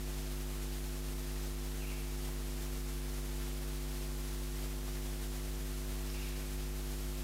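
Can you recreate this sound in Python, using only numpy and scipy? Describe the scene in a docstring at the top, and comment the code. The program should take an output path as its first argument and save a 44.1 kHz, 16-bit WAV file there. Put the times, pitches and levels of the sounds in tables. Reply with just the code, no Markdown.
"""A quiet stone church, taken through a sound system that hums: 50 Hz mains with a spike in every half cycle.
Soft knocks of things being handled, close to the microphone, are ticks and thuds of decaying sines.
A far bird calls twice, each call two falling whistles that ring on in the nave; cloth brushes once, as grainy noise.
Under it all lies wavering shaped-noise hiss over a low room rumble. The sound is all but mono."""
import sys
import numpy as np
from scipy import signal
from scipy.fft import rfft, irfft
from scipy.io import wavfile

SR = 44100
rng = np.random.default_rng(int(sys.argv[2]) if len(sys.argv) > 2 else 0)


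def file_out(sig):
    """Save sig as 16-bit WAV at sys.argv[1]."""
    # one column per channel
    cols = np.atleast_2d(sig).T
    # limit, then scale
    lim = np.clip(cols, -1, 1)
    pcm = np.round(lim * 32767).astype(np.int16)
    wavfile.write(sys.argv[1], SR, pcm)


N = 318843
T = np.arange(N) / SR  # s


def undb(db):
    """Decibels to gain."""
    return 10 ** (np.asarray(db) / 20)


def noise(points):
    """Gaussian noise whose power density follows (f/Hz, density/dB per Hz) points, joined over log frequency."""
    hz, density_db = np.transpose(points)
    bins_hz = np.maximum(np.fft.rfftfreq(N, 1 / SR), 1)
    bin_db = np.interp(np.log(bins_hz), np.log(hz), density_db)
    gain = undb(bin_db) * np.sqrt(SR / 2)  # unit white noise spreads its power over SR / 2
    white = rng.standard_normal(N)
    return irfft(rfft(white) * gain, N)


def highpass(x, hz, order):
    """Butterworth high-pass."""
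    return signal.sosfilt(signal.butter(order, hz, "high", fs=SR, output="sos"), x)


def decay(t, t60_s):
    """Exponential fade that has lost 60 dB after t60_s."""
    return np.exp(-np.log(1000) * t / t60_s)


def ring(hz, t60_s):
    """One struck mode: a decaying sine, a second long."""
    t = T[:SR]
    return np.sin(2 * np.pi * hz * t) * decay(t, t60_s)


def flicker(hz):
    """Random values, hz of them a second, joined by straight lines."""
    return np.interp(T * hz, np.arange(N), rng.standard_normal(N))


def add(out, at_s, sound):
    """Mix a sound in at the time at_s."""
    i = int(at_s * SR)
    out[i:i + len(sound)] += sound[:N - i]


def nave(x, wet_db, direct_db, t60_s=1.1):
    """The direct sound plus the dense reflections of stone walls, as a fading noise tail."""
    t = T[:2 * SR]
    tail = rng.standard_normal(len(t)) * decay(t, t60_s)
    tail = tail / np.linalg.norm(tail)  # unit energy
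    reflections = signal.fftconvolve(x, tail)[:N]
    return undb(direct_db) * x + undb(wet_db) * reflections


def hum():
    """The mains sine crests apart from its overtones, which line up into a spike that flips every half cycle."""
    mains_hz = 50.062
    crest_s, spike_s = .00194, .00605
    # mains hum before it wavers: multiple of the mains frequency, rms level/dB
    partials = [(1, -39.5), (2, -80), (3, -50.5), (4, -78.5), (5, -51.5), (7, -53), (9, -61.5), (11, -68),
                (13, -66.5), (15, -70.5), (17, -69), (19, -80.4), (21, -73), (23, -76), (25, -79.5),
                (27, -74), (29, -84.5), (37, -79), (39, -82.3)]
    out = np.zeros(N)
    for multiple, rms_db in partials:
        peak_s = crest_s if multiple == 1 else spike_s
        amplitude = np.sqrt(2) * undb(rms_db)
        out += amplitude * np.cos(2 * np.pi * multiple * mains_hz * (T - peak_s))
    return out


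def knocks():
    """Each contact gives a short tick and a dull thud of the body behind it, close to the microphone."""
    tick_t60_s = .017
    # soft knocks, before the nave adds to them: t/s, thud peak level/dB, tick level/dB, tick f/Hz
    contacts = [(2.289, -47, -40.5, 880), (2.424, -55, -58, 900), (4.508, -50, -54, 650),
                (4.640, -47, -46, 650), (4.782, -48, -47, 650), (4.822, -50, -58, 700),
                (4.876, -51, -50, 800), (4.971, -60, -44, 1850), (5.587, -45, -50, 750),
                (6.101, -66, -40.5, 5100), (6.288, -54, -45, 480), (6.378, -51, -41.5, 540)]
    # modes the thud rings with: f/Hz, relative level/dB, t60/s
    body_modes = [(135, 0.5, 0.17), (163, 0, 0.22), (215, -11, 0.092)]
    thud = sum(undb(db) * ring(hz, t60_s) for hz, db, t60_s in body_modes)
    thud = thud / np.abs(thud).max()
    out = np.zeros(N)
    for at_s, thud_db, tick_db, tick_hz in contacts:
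        tick = ring(tick_hz, tick_t60_s)
        add(out, at_s, undb(thud_db) * thud + undb(tick_db) * tick)
    return nave(out, wet_db=-4, direct_db=0)


def bird():
    """Each call is a pair of like whistles, falling and trembling in pitch, heard mostly as reflections."""
    note_s, note_step_s = .066, .07
    start_hz, end_hz = 2900, 2172
    flutter, flutter_hz = 0.039, 110  # depth as a share of the pitch, rate
    # bird calls: t/s, rms level of a held note ahead of the nave/dB
    calls = [(1.798, -53), (6.125, -53.5)]
    t = T[:int(note_s * SR)]
    tremble = 1 + flutter * np.sin(2 * np.pi * flutter_hz * t)
    hz = np.linspace(start_hz, end_hz, len(t)) * tremble
    swell = signal.windows.tukey(len(t), .2)  # a tenth of the note to rise, a tenth to fall
    note = np.sqrt(2) * swell * np.sin(2 * np.pi * np.cumsum(hz) / SR)
    out = np.zeros(N)
    for at_s, db in calls:
        add(out, at_s, undb(db) * note)
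        add(out, at_s + note_step_s, undb(db) * note)
    return nave(out, wet_db=-1.0, direct_db=-5.5)


def cloth():
    """A sleeve slides over a robe, catching and slipping in small grains: noise of randomly flickering level."""
    start_s, attack_s, hold_s, release_s = 6.04, .05, 0.24, .18
    gain_db, grain_db, grain_hz = 0.5, 3, 60
    # colour of the brush, before gain and grain: f/Hz, density/dB per Hz
    brush_density = [(200, -110), (1000, -99), (3000, -95), (5000, -94), (7500, -104), (14000, -115)]
    corners_s = start_s + np.cumsum([0, attack_s, hold_s, release_s])
    stroke = np.interp(T, corners_s, [0, 1, 1, 0])
    rustle = noise(brush_density)
    grain = undb(gain_db + grain_db * flicker(grain_hz))
    return rustle * stroke * grain


def hiss():
    """Amplifier hiss over room rumble, almost mono; a very faint opposed noise is added above 4300 Hz."""
    # hiss and low room rumble, before they waver: f/Hz, density/dB per Hz
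    hiss_density = [(10, -84), (35, -77), (58, -75), (110, -85), (200, -84), (500, -87.5), (1000, -89),
                    (2000, -89.5), (4000, -90.5), (8000, -92), (13500, -93.5), (15000, -96), (15700, -100)]
    opposed = undb(-45) * highpass(noise(hiss_density), 4300, order=10)
    return noise(hiss_density) + np.array([[1], [-1]]) * opposed


def waver():
    """Random wavering in dB, mostly two to ten times a second, for the level of the hiss and the hum."""
    # strength of the wavering by its rate: f/Hz, density of the dB wavering/dB per Hz
    waver_density = [(1, -19), (2.2, -9), (4, -14.5), (8, -13.5), (13, -18.5), (30, -26), (80, -71)]
    return noise(waver_density)


def scene():
    """Hum, bird, knocks and cloth sit in the centre of the hiss, which wavers by about a decibel."""
    hum_share = .22  # the hum follows this share of the wavering
    waver_db = waver()
    wavering_hiss = undb(waver_db) * hiss()
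    wavering_hum = undb(hum_share * waver_db) * hum()
    return wavering_hiss + wavering_hum + bird() + knocks() + cloth()


def record(dry):
    """The recorder cuts the top with a steep elliptic low-pass."""
    top_hz = 15750
    low_pass = signal.ellip(12, .1, 90, top_hz, fs=SR, output="sos")  # .1 dB ripple, 90 dB stop band
    return signal.sosfilt(low_pass, dry)


dry = scene()
out = record(dry)
file_out(out)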